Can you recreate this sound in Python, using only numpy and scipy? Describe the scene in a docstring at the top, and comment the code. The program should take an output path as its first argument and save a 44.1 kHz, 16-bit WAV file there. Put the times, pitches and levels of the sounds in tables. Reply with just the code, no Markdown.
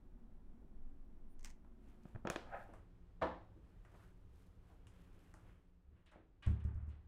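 """A faint appliance hum, a low rumble and a dull bump in a small kitchen. A last pinch of sugar patters
into a wooden bowl on a scale, then a spoon knocks on the bowl close by, ringing it and rocking the scale.
Further off something sticks and slips over the worktop and is set down, a tray rubs as it is lifted,
and clothes rustle as the cook crosses the room. Last, after a soft footfall, a door unlatches; its panel
shudders with a low thud and loose fittings rattle."""
import sys
import numpy as np
from scipy import signal
from scipy.fft import rfft, irfft, next_fast_len
from scipy.io import wavfile

SR = 44100
rng = np.random.default_rng(int(sys.argv[2]) if len(sys.argv) > 2 else 0)


def master(y):
    """Save y as 16-bit WAV."""
    cut = np.clip(np.atleast_2d(y).T, -1, 1)
    pcm = np.round(cut * 32767)  # scale
    wavfile.write(sys.argv[1], SR, pcm.astype(np.int16))


N = 311787
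TIME_S = np.arange(N) / SR
AGE_S = TIME_S[:SR]  # time since a blow


# Distinct crumbs landing, then two faint strays. Each row: start in seconds, level in dB.
CRUMBS = [(1.394, -64), (1.43, -64.5), (1.4465, -45), (1.4557, -54), (1.4592, -53.5), (1.473, -62),
          (1.496, -66), (1.5024, -61), (1.886, -79), (2.035, -74)]
# Crumb spectrum. Each row: frequency in Hz, gain in dB.
CRUMB_SPECTRUM = [(400, -22), (950, 1.5), (1400, -4), (2100, 4), (3500, -8.5), (6300, 2.5), (9000, -6),
                  (11000, -15.5), (15000, -16), (16500, -40)]

def sugar(tick_t60_s=0.008, echo_t60_s=0.19, echo_db=-7, echo_top_hz=3500):
    """Crumbs tick drily on the wood and the heap; the bowl holds a duller echo for a moment."""
    middle_s, spread_s = 1.466, 0.125
    fine_count, fine_db, scatter_db = 10, -69.5, 3
    fine = []
    for _ in range(fine_count):
        start_s = max(middle_s + spread_s * (rng.random() - 0.5), CRUMBS[0][0])
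        fine.append((start_s, fine_db + scatter_db * rng.standard_normal()))
    out = np.zeros(N)
    for start_s, db in CRUMBS + fine:
        echo = burst(cut(crack(echo_t60_s), echo_top_hz, "lowpass", order=1), 0.004)
        landing = burst(crack(tick_t60_s), 0.004)
        add(out, start_s, amp(db) * (landing + amp(echo_db) * echo))
    return colour(out, CRUMB_SPECTRUM)


# Spoon taps. Each row: start in seconds, level in dB, cutoff in Hz, push on the scale in dB,
# push pitch in Hz, echo relative to the direct tap in dB.
SPOON_TAPS = [(2.054, -62, 990, -51, 172, -3), (2.149, -60, 1540, -45, 103, 3),
              (2.1588, -56.5, 1180, -47, 123, -22), (2.251, -42, 980, -42, 207, 2.5),
              (2.272, -39.5, 2540, -51, 193, -4), (2.3005, -39, 13100, -44, 182, -5.5),
              (2.36, -41, 4530, -46.5, 320, -7)]
# Bowl modes. Each row: frequency in Hz, level in dB, T60 in seconds.
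BOWL_MODES = [(338, -18.5, 0.1), (518, -8, 0.025), (670, -4, 0.023), (1284, -7, 0.019), (1720, -2, 0.0073),
              (2480, -9.5, 0.021), (3300, -16, 0.015), (5360, -9.5, 0.0054), (6830, -5.5, 0.0035),
              (11500, -12, 0.002), (13810, -16, .005)]
# Spectrum the bowl radiates. Each row: frequency in Hz, gain in dB.
BOWL_SPECTRUM = [(100, -31), (300, 0), (700, 2.5), (1300, -1.5), (2000, -7.5), (3300, -11), (5000, -15),
                 (10000, -22), (16000, -32)]

def spoon(crack_db=-4, crack_t60_s=0.017, push_t60_s=0.036, spot_db=2):
    """Each tap rings the bowl and rocks the scale; a softer contact leaves out the treble."""
    out = np.zeros(N)
    for start_s, db, cutoff_hz, push_db, push_hz, room_db in SPOON_TAPS:
        # the spot struck weights the modes
        modes = [(hz, mode_db + spot_db * rng.standard_normal(), t60) for hz, mode_db, t60 in BOWL_MODES]
        wood = unit(ring(modes)) + amp(crack_db) * unit(colour(crack(crack_t60_s), BOWL_SPECTRUM))
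        echo = colour(room(swell_s=0.0018), BOWL_SPECTRUM)
        tap = unit(cut(wood, cutoff_hz, "lowpass")) + amp(room_db) * unit(cut(echo, cutoff_hz, "lowpass"))
        push = ring([(push_hz, 0, push_t60_s)])
        add(out, start_s, amp(db) * burst(tap, 0.013) + amp(push_db) * burst(push, 0.01))
    return out


# Low thuds: a soft footfall, then the door's blow and rebounds.
# Each row: start in seconds, level in dB, push length in seconds.
LOW_THUDS = [(5.882, -61.5, 0.013), (5.924, -68, 0.0038), (6.4619, -45.5, 0.0029), (6.4714, -31, 0.0031),
             (6.513, -40, 0.0013), (6.6494, -38, 0.0019), (6.753, -42.5, 0.0088), (6.8248, -48.5, 0.0037),
             (6.878, -48, 0.002)]
# Door panel modes. Each row: frequency in Hz, level in dB, T60 in seconds.
DOOR_MODES = [(62, -26, 0.61), (73.7, -6, 0.59), (79.4, -3, .23), (106.3, -4.5, 0.53), (187.4, -11, 0.22),
              (338, -21.5, 0.14), (396, -21.5, 0.51)]

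def footfall_and_door(room_db=-15, rumble_top_hz=170):
    """Soft pushes set a big panel booming, and the room rumbles with it."""
    out = np.zeros(N)
    panel = ring(DOOR_MODES, neighbour_gain=0.97)
    for start_s, db, length_s in LOW_THUDS:
        push = AGE_S * np.exp(-4 * AGE_S / length_s)
        boom = unit(signal.fftconvolve(push, panel)[:SR])
        rumble = unit(cut(room(swell_s=0.0018), rumble_top_hz, "lowpass", order=3))
        add(out, start_s, amp(db) * burst(boom + amp(room_db) * rumble, 0.05))
    return out


def rattle(full_thud_db=-30.5, body_db=-56, tick_db=-73, lead_s=0.008, stretch_s_per_db=0.05):
    """Loose fittings rattle with each low thud, more weakly and loosely with the softer ones."""
    out = np.zeros(N)
    for start_s, db, _ in LOW_THUDS:
        weaker_db = max(full_thud_db - db, 0)
        length_s = 0.031 + stretch_s_per_db * weaker_db
        body = amp(body_db - 0.89 * weaker_db) * contact(length_s, centre_hz=680, width_oct=2.62)
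        edge = amp(tick_db - 1.42 * weaker_db) * tick(length_s=0.021)
        add(out, start_s - lead_s, body + edge)
    return out


# Latch modes. Each row: frequency in Hz, level in dB, T60 in seconds.
LATCH_MODES = [(1160, -0.5, .17), (1620, -1.5, 0.34), (2470, -1, 0.13), (2930, 0, 0.11)]

def latch(start_s=6.423, level_db=-61, rise_s=0.004):
    """The latch springs back and its metal rings briefly."""
    out = np.zeros(N)
    add(out, start_s, amp(level_db) * burst(ring(LATCH_MODES) * rise(rise_s), 0.025))
    return out


# Contacts on the worktop. Each row: start in seconds, level in dB.
LANDINGS = [(3.2143, -44.5), (3.2193, -35.5), (3.2234, -34.5), (3.237, -47)]
# Contact spectrum. Each row: frequency in Hz, gain in dB.
LANDING_SPECTRUM = [(40, -16), (150, -18.5), (250, -10), (330, -4), (430, -15.5), (520, -5), (680, -5.5),
                    (1000, -3), (1400, -14), (1750, -14), (2600, -26.5), (3800, -30.5), (6000, -46),
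                    (10000, -56.5), (16000, -74.5)]
# Worktop modes. Each row: frequency in Hz, level in dB, T60 in seconds.
WORKTOP_MODES = [(67, -6, 0.56), (108.7, -27, 0.32), (177.3, -9, 0.55), (342, -1.5, 0.23),
                 (487.5, 1.5, 0.24), (519, 0, 0.36), (654, 10, 0.17), (796, 3, 0.15), (916, 0.5, 0.18),
                 (1084, -13, 0.34), (1105, -25, .22), (1310, -24, 0.3), (1760, -11, 0.36)]

def set_down(ring_db=-38, rise_s=0.0052):
    """Something heavy lands on one edge, then on the rest; the worktop rings on."""
    out = np.zeros(N)
    for start_s, db in LANDINGS:
        thump = colour(blow(t60_s=0.065, room_db=3, swell_s=0.0035), LANDING_SPECTRUM)
        add(out, start_s, amp(db) * burst(thump, 0.014))
    worktop = burst(ring(WORKTOP_MODES) * rise(rise_s), 0.05)
    add(out, LANDINGS[1][0], amp(ring_db) * worktop)
    return out


# Resonances of the slide. Each row: centre in Hz, width in Hz, gain in dB.
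SLIDE_RESONANCES = [(576.5, 32, 4), (707, 52, 5), (786, 77, -4), (1270, 52, -3.5), (1405, 35, 0),
                    (1585, 59, -8.5), (2340, 190, -22)]

def slide(peak_s=2.55, force_db=-45.5, rise_db_per_s=186.5, fall_db_per_s=209, direct_gain=0.87, room_db=-5):
    """One shove over the worktop gathers force and stops; stick and slip excite hollow resonances."""
    slips = grains(spread_db=3) * amp(2 * walk(70))
    body = sum(amp(db) * cut(slips, [hz - width_hz / 2, hz + width_hz / 2], "bandpass", order=1)
               for hz, width_hz, db in SLIDE_RESONANCES)
    body = cut(body, 490, "highpass", order=4)
    body = cut(body, 2000, "lowpass", order=4)
    drop_db = np.maximum(rise_db_per_s * (peak_s - TIME_S), fall_db_per_s * (TIME_S - peak_s))
    scrape = unit(body) * amp(force_db - drop_db)
    echo = signal.fftconvolve(scrape, room(swell_s=0.0016) / np.sqrt(SR))[:N]
    return direct_gain * scrape + amp(room_db) * echo


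# Tray drawn off its stack. Each row: time in seconds, resonance in Hz, level in dB.
TRAY_PATH = [(3.91, 551, -83), (3.95, 620, -67.5), (3.99, 902, -72), (4.03, 1450, -72), (4.07, 1598, -76.5),
             (4.13, 1600, -83)]

def tray(width_hz=280, hiss_db=-6, judder_db=2):
    """The gap under a sliding tray closes, so its rubbing sound climbs in pitch."""
    hz, db = curves(TRAY_PATH)
    rub = unit(cut(grains(spread_db=2.5), width_hz / 2, "lowpass", order=1))
    hollow = np.sqrt(2) * rub * np.sin(2 * np.pi * np.cumsum(hz) / SR)
    hiss = unit(cut(grains(spread_db=1.9), [450, 2000], "bandpass"))
    moving = (TIME_S > TRAY_PATH[0][0]) & (TIME_S < TRAY_PATH[-1][0])
    envelope = amp(db + judder_db * walk(70)) * moving
    return cut((hollow + amp(hiss_db) * hiss) * envelope, 2100, "lowpass", order=3)


# Bumps and footfalls. Each row: start in seconds, level in dB, pitch in Hz, length in seconds.
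BUMPS = [(0.616, -64, 292, 0.029), (2.689, -60, 463, 0.044), (3.554, -61.5, 233, .11),
         (4.693, -68, 540, 0.12), (5.906, -73, 253, 0.052), (6.157, -59.5, 372, 0.039)]
# Hard clicks. Each row: start in seconds, level in dB, pitch in Hz, length in seconds, tick in dB.
CLICKS = [(1.646, -73, 870, .02, -99), (2.736, -60.5, 900, 0.026, -81.5), (3.849, -67, 1100, 0.022, -88),
          (4.87, -71.5, 1620, 0.004, -77.5), (5.34, -63, 850, 0.018, -76), (6.06, -70, 1960, 0.13, -88.5),
          (6.114, -63.5, 1086, 0.16, -87), (6.424, -58, 1750, 0.13, -83.5), (6.599, -69.5, 1500, 0.12, -91),
          (6.888, -74.5, 1840, 0.19, -88.5)]

def knocks(tick_share=0.51):
    """Soft contacts bump dully; hard ones click with a bright tick."""
    out = np.zeros(N)
    for start_s, db, hz, length_s in BUMPS:
        add(out, start_s, amp(db) * contact(length_s, hz, width_oct=1.7))
    for start_s, db, hz, length_s, tick_db in CLICKS:
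        body = amp(db) * contact(length_s, hz, width_oct=1.55)
        add(out, start_s, body + amp(tick_db) * tick(tick_share * length_s))
    return out


# Modes of the kitchen's hard fittings. Each row: frequency in Hz, level in dB, T60 in seconds.
FITTING_MODES = [(324, 6.5, 0.49), (627, 2, 0.21), (930, -3, 0.068), (1160, -8.5, 0.26), (1612, -8.5, 0.12),
                 (2844, 4, 0.06), (3050, -6, 0.11), (3470, -10, .12), (7450, -6.5, 0.03)]

def contact(length_s, centre_hz, width_oct, ring_db=-6, detune=0.025, spot_db=3):
    """A light contact across the room: a thump, its echo and a short ring that varies with the spot."""
    modes = [(hz * (1 + detune * rng.standard_normal()), db + spot_db * rng.standard_normal(), t60)
             for hz, db, t60 in FITTING_MODES]
    low_hz, high_hz = centre_hz * 2 ** (-width_oct / 2), centre_hz * 2 ** (width_oct / 2)
    parts = blow(length_s, room_db=0, swell_s=0.12 * length_s), ring(modes)
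    thump, ringing = (unit(cut(cut(x, low_hz, "highpass"), high_hz, "lowpass", order=4)) for x in parts)
    return burst((thump + amp(ring_db) * ringing) * rise(0.06 * length_s), 0.025)


def tick(length_s, band_hz=(4660, 9850), echo_t60_s=0.27, echo_db=4, swell_s=0.002):
    """The bright edge of a hard contact, with its short echo."""
    echo = burst(crack(echo_t60_s) * rise(swell_s), 0.5)
    direct = burst(crack(length_s), 1)
    return burst(cut(direct + amp(echo_db) * echo, band_hz, "bandpass", order=3), 0.025)


# Cloth movements. Each row: middle in seconds, length in seconds, swish in dB, rustle in dB.
CLOTH_MOVES = [(1.902, 0.14, -72, -87.5), (2.09, .11, -72.5, -86), (2.597, 0.15, -68, -81),
               (2.748, .1, -69, -90), (3.724, 0.24, -76, -92.5), (4.008, 0.18, -71, -81.5),
               (4.416, 0.17, -76, -83.5), (4.708, 0.12, -73.5, -86.5), (4.984, 0.18, -70, -85),
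               (5.23, 0.42, -71.5, -85), (5.492, 0.1, -67, -89), (5.988, .1, -75.5, -99)]
# Swish and rustle spectra. Each row: frequency in Hz, gain in dB.
SWISH_SPECTRUM = [(250, 7), (600, -2), (1500, -3), (3000, -11.5), (5000, -32), (9000, -37.5)]
RUSTLE_SPECTRUM = [(1500, -6), (3500, 1.5), (7000, -2.5), (12000, -5), (15000, -11.5), (16500, -27)]

def clothes(trim_db=-1):
    """With each movement the cloth swells into a swish and crackles finely."""
    swish_power, rustle_power = np.zeros(N), np.zeros(N)
    for middle_s, length_s, swish_db, rustle_db in CLOTH_MOVES:
        speed = 1 / (1 + (2 * (TIME_S - middle_s) / length_s) ** 2) ** 2
        swish_power += speed * amp(swish_db) ** 2
        rustle_power += speed * amp(rustle_db) ** 2
    swish = unit(colour(grains(spread_db=3.44), SWISH_SPECTRUM)) * np.sqrt(swish_power)
    swish *= amp(0.51 * walk(29))
    rustle = unit(colour(grains(spread_db=4.3), RUSTLE_SPECTRUM)) * np.sqrt(rustle_power)
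    rustle *= amp(walk(40) + 2.3 * walk(450))
    return amp(trim_db) * (swish + rustle)


# Room tone by the scale (near) and of the whole kitchen (far). Each row: frequency in Hz, gain in dB.
NEAR_SPECTRUM = [(12, -13), (30, -4.5), (50, -7.5), (80, -19), (130, -24), (240, -17.5), (300, -25),
                 (370, -30), (500, -35.5), (765, -37.5), (1500, -46), (3000, -57), (5000, -63.5),
                 (16000, -70)]
FAR_SPECTRUM = [(11, -23), (18, -2), (42, -2.5), (114, -9.5), (139, -31.5), (175, -8), (213, -34.5),
                (268, -24), (387, -25.5), (446, -25.5), (610, -33), (1210, -36.5), (1390, -39),
                (12700, -66), (16000, -66.5)]
# Deep rumble by the scale. Each row: time in seconds, level in dB.
RUMBLE_LEVELS = [(0.0, -55.5), (0.47, -51.5), (0.63, -71.5), (0.73, -48.5), (1.51, -49.5), (1.59, -62.5),
                 (2.63, -54.5), (2.85, -66.5)]

def room_tone(near_db=-60, near_end_s=2.85, far_db=-61, far_full_s=2.6, crossfade_s=0.52):
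    """Near noise, hum and rumble give way to the far tone, which later sinks and creeps back."""
    lull_s, fall_s, depth_db, recovery_db_per_s = 5.475, 0.34, -7.5, 3
    lull_db = depth_db * ramp(lull_s, fall_s) + recovery_db_per_s * np.maximum(TIME_S - lull_s - fall_s, 0)
    near_fade = np.sqrt(1 - ramp(near_end_s - crossfade_s, crossfade_s))
    near_gain = amp(near_db) * near_fade
    far_gain = amp(far_db + lull_db) * ramp(far_full_s - crossfade_s, crossfade_s)
    near = unit(colour(rng.standard_normal(N), NEAR_SPECTRUM)) * near_gain
    far = unit(colour(rng.standard_normal(N), FAR_SPECTRUM)) * far_gain
    rumble = unit(cut(rng.standard_normal(N), [12, 21], "bandpass", order=3))
    rumble *= amp(curves(RUMBLE_LEVELS)[0]) * near_fade
    return near + far + rumble + appliance_hum(near_gain, far_gain)


# Hum tones. Each row: frequency in Hz, level in dB relative to the near room tone, then to the far one.
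HUM_TONES = [(112.9, -38.5, -15), (190.7, -26.5, -20.5), (231.4, -16, -36.5), (270.5, -21.5, -22.5),
             (363, -19.5, -26), (5712, -47.5, -70.5)]

def appliance_hum(near_gain, far_gain):
    """An appliance hums in tones that waver in phase and level."""
    out = np.zeros(N)
    for hz, near_db, far_db in HUM_TONES:
        tone = np.sqrt(2) * np.sin(2 * np.pi * hz * TIME_S + 0.5 * walk(6.9)) * amp(2 * walk(3.4))
        out += tone * (near_gain * amp(near_db) + far_gain * amp(far_db))
    return out


# Thin high tones. Each row: frequency in Hz, level in dB.
THIN_TONES = [(9367, -88.5), (13404, -93), (15224, -99)]

def thin_ring(middle_s=1.32, width_s=0.027):
    """A faint high ring swells and fades just before the sugar falls."""
    swell = np.exp(-((TIME_S - middle_s) / width_s) ** 2)
    tones = sum(amp(db) * np.sin(2 * np.pi * hz * TIME_S + walk(120)) for hz, db in THIN_TONES)
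    return np.sqrt(2) * swell * tones


# Kitchen reverberation. Each row: frequency in Hz, T60 in seconds.
ROOM_DECAY = [(100, .55), (500, 0.44), (1400, 0.4), (3700, 0.44), (10000, 0.29), (16000, 0.3)]

def room(swell_s):
    """Diffuse echo of one blow, building up over swell_s; the treble dies first."""
    edges_hz = np.geomspace(60, 18000, 7)
    hz, t60_s = np.transpose(ROOM_DECAY)
    tail = sum(cut(crack(np.interp(np.sqrt(low * high), hz, t60_s)), [low, high], "bandpass")
               for low, high in zip(edges_hz, edges_hz[1:]))
    return burst(tail * rise(swell_s), 0.38)


def blow(t60_s, room_db, swell_s):
    """A rough contact and its echo."""
    return burst(crack(t60_s), 1) + amp(room_db) * room(swell_s)


def crack(t60_s):
    """Dying noise of a rough contact."""
    return rng.standard_normal(SR) * decay(t60_s)


def ring(modes, neighbour_gain=-1):
    """Struck modes; at a gain of -1 neighbours swing against each other."""
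    return sum(neighbour_gain ** k * amp(db) * decay(t60_s) * np.sin(2 * np.pi * hz * AGE_S)
               for k, (hz, db, t60_s) in enumerate(modes))


def grains(spread_db):
    """Dense tiny slips of uneven size."""
    return unit(rng.standard_normal(N) * amp(spread_db * np.minimum(rng.exponential(size=N), 4)))


def walk(rate_hz):
    """Random drift with a spread near 1."""
    return np.interp(TIME_S * rate_hz, np.arange(4096), rng.standard_normal(4096))


def decay(t60_s):
    """Exponential fall, 60 dB in t60_s."""
    return np.exp(-np.minimum(np.log(1000) * AGE_S / t60_s, 40))


def rise(tau_s):
    """Exponential approach from 0 to 1."""
    return 1 - np.exp(-AGE_S / tau_s)


def ramp(start_s, length_s):
    """Straight line from 0 to 1."""
    return np.clip((TIME_S - start_s) / length_s, 0, 1)


def curves(table):
    """Each column of a timed table, sample by sample."""
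    times_s, *columns = np.transpose(table)
    return [np.interp(TIME_S, times_s, column) for column in columns]


def cut(x, hz, kind, order=2):
    """Butterworth filter."""
    return signal.sosfilt(signal.butter(order, hz, kind, fs=SR, output="sos"), x + 1e-18)


def colour(x, spectrum):
    """Minimum-phase filter with a (Hz, dB) spectrum."""
    size = 2 * next_fast_len(len(x) // 2 + 16384, real=True)
    hz, db = np.transpose(spectrum)
    bins_hz = np.fft.rfftfreq(size, 1 / SR)
    log_gain = np.log(amp(np.interp(np.log(bins_hz + 1), np.log(hz), db)))
    cepstrum = irfft(log_gain)[:size // 2]
    cepstrum[1:] *= 2
    return irfft(rfft(x, size) * np.exp(rfft(cepstrum, size)))[:len(x)]


def amp(db):
    """Decibels to gain."""
    return 10 ** (np.asarray(db) / 20)


def unit(x):
    """Scale to rms 1."""
    return x / np.sqrt(np.mean(x ** 2))


def burst(x, span_s):
    """Scale to the energy of span_s at rms 1."""
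    return x / np.sqrt(np.sum(x ** 2) / (span_s * SR))


def add(out, start_s, x):
    """Mix x into out from start_s."""
    i = int(start_s * SR)
    out[i:i + len(x)] += x[:N - i]


def scene():
    """All sources at one microphone."""
    cook = sugar() + spoon() + knocks() + set_down() + slide() + tray() + clothes()
    doorway = latch() + footfall_and_door() + rattle()
    return (cook + doorway + room_tone() + thin_ring())[None]


# Microphone response. Each row: frequency in Hz, gain in dB.
MIC_RESPONSE = [(20, 0), (60, 0.5), (2200, -1), (3300, 0.5), (4700, -1), (6300, -0.5), (8000, 1),
                (16000, 1)]

def record(dry):
    """The microphone slightly hollows the lower treble; a steep low-pass cuts the top."""
    top_hz = 16000
    lowpass = signal.ellip(8, 0.2, 70, top_hz, fs=SR, output="sos")
    return signal.sosfilt(lowpass, colour(dry[0], MIC_RESPONSE))[None]


dry = scene()
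out = record(dry)
master(out)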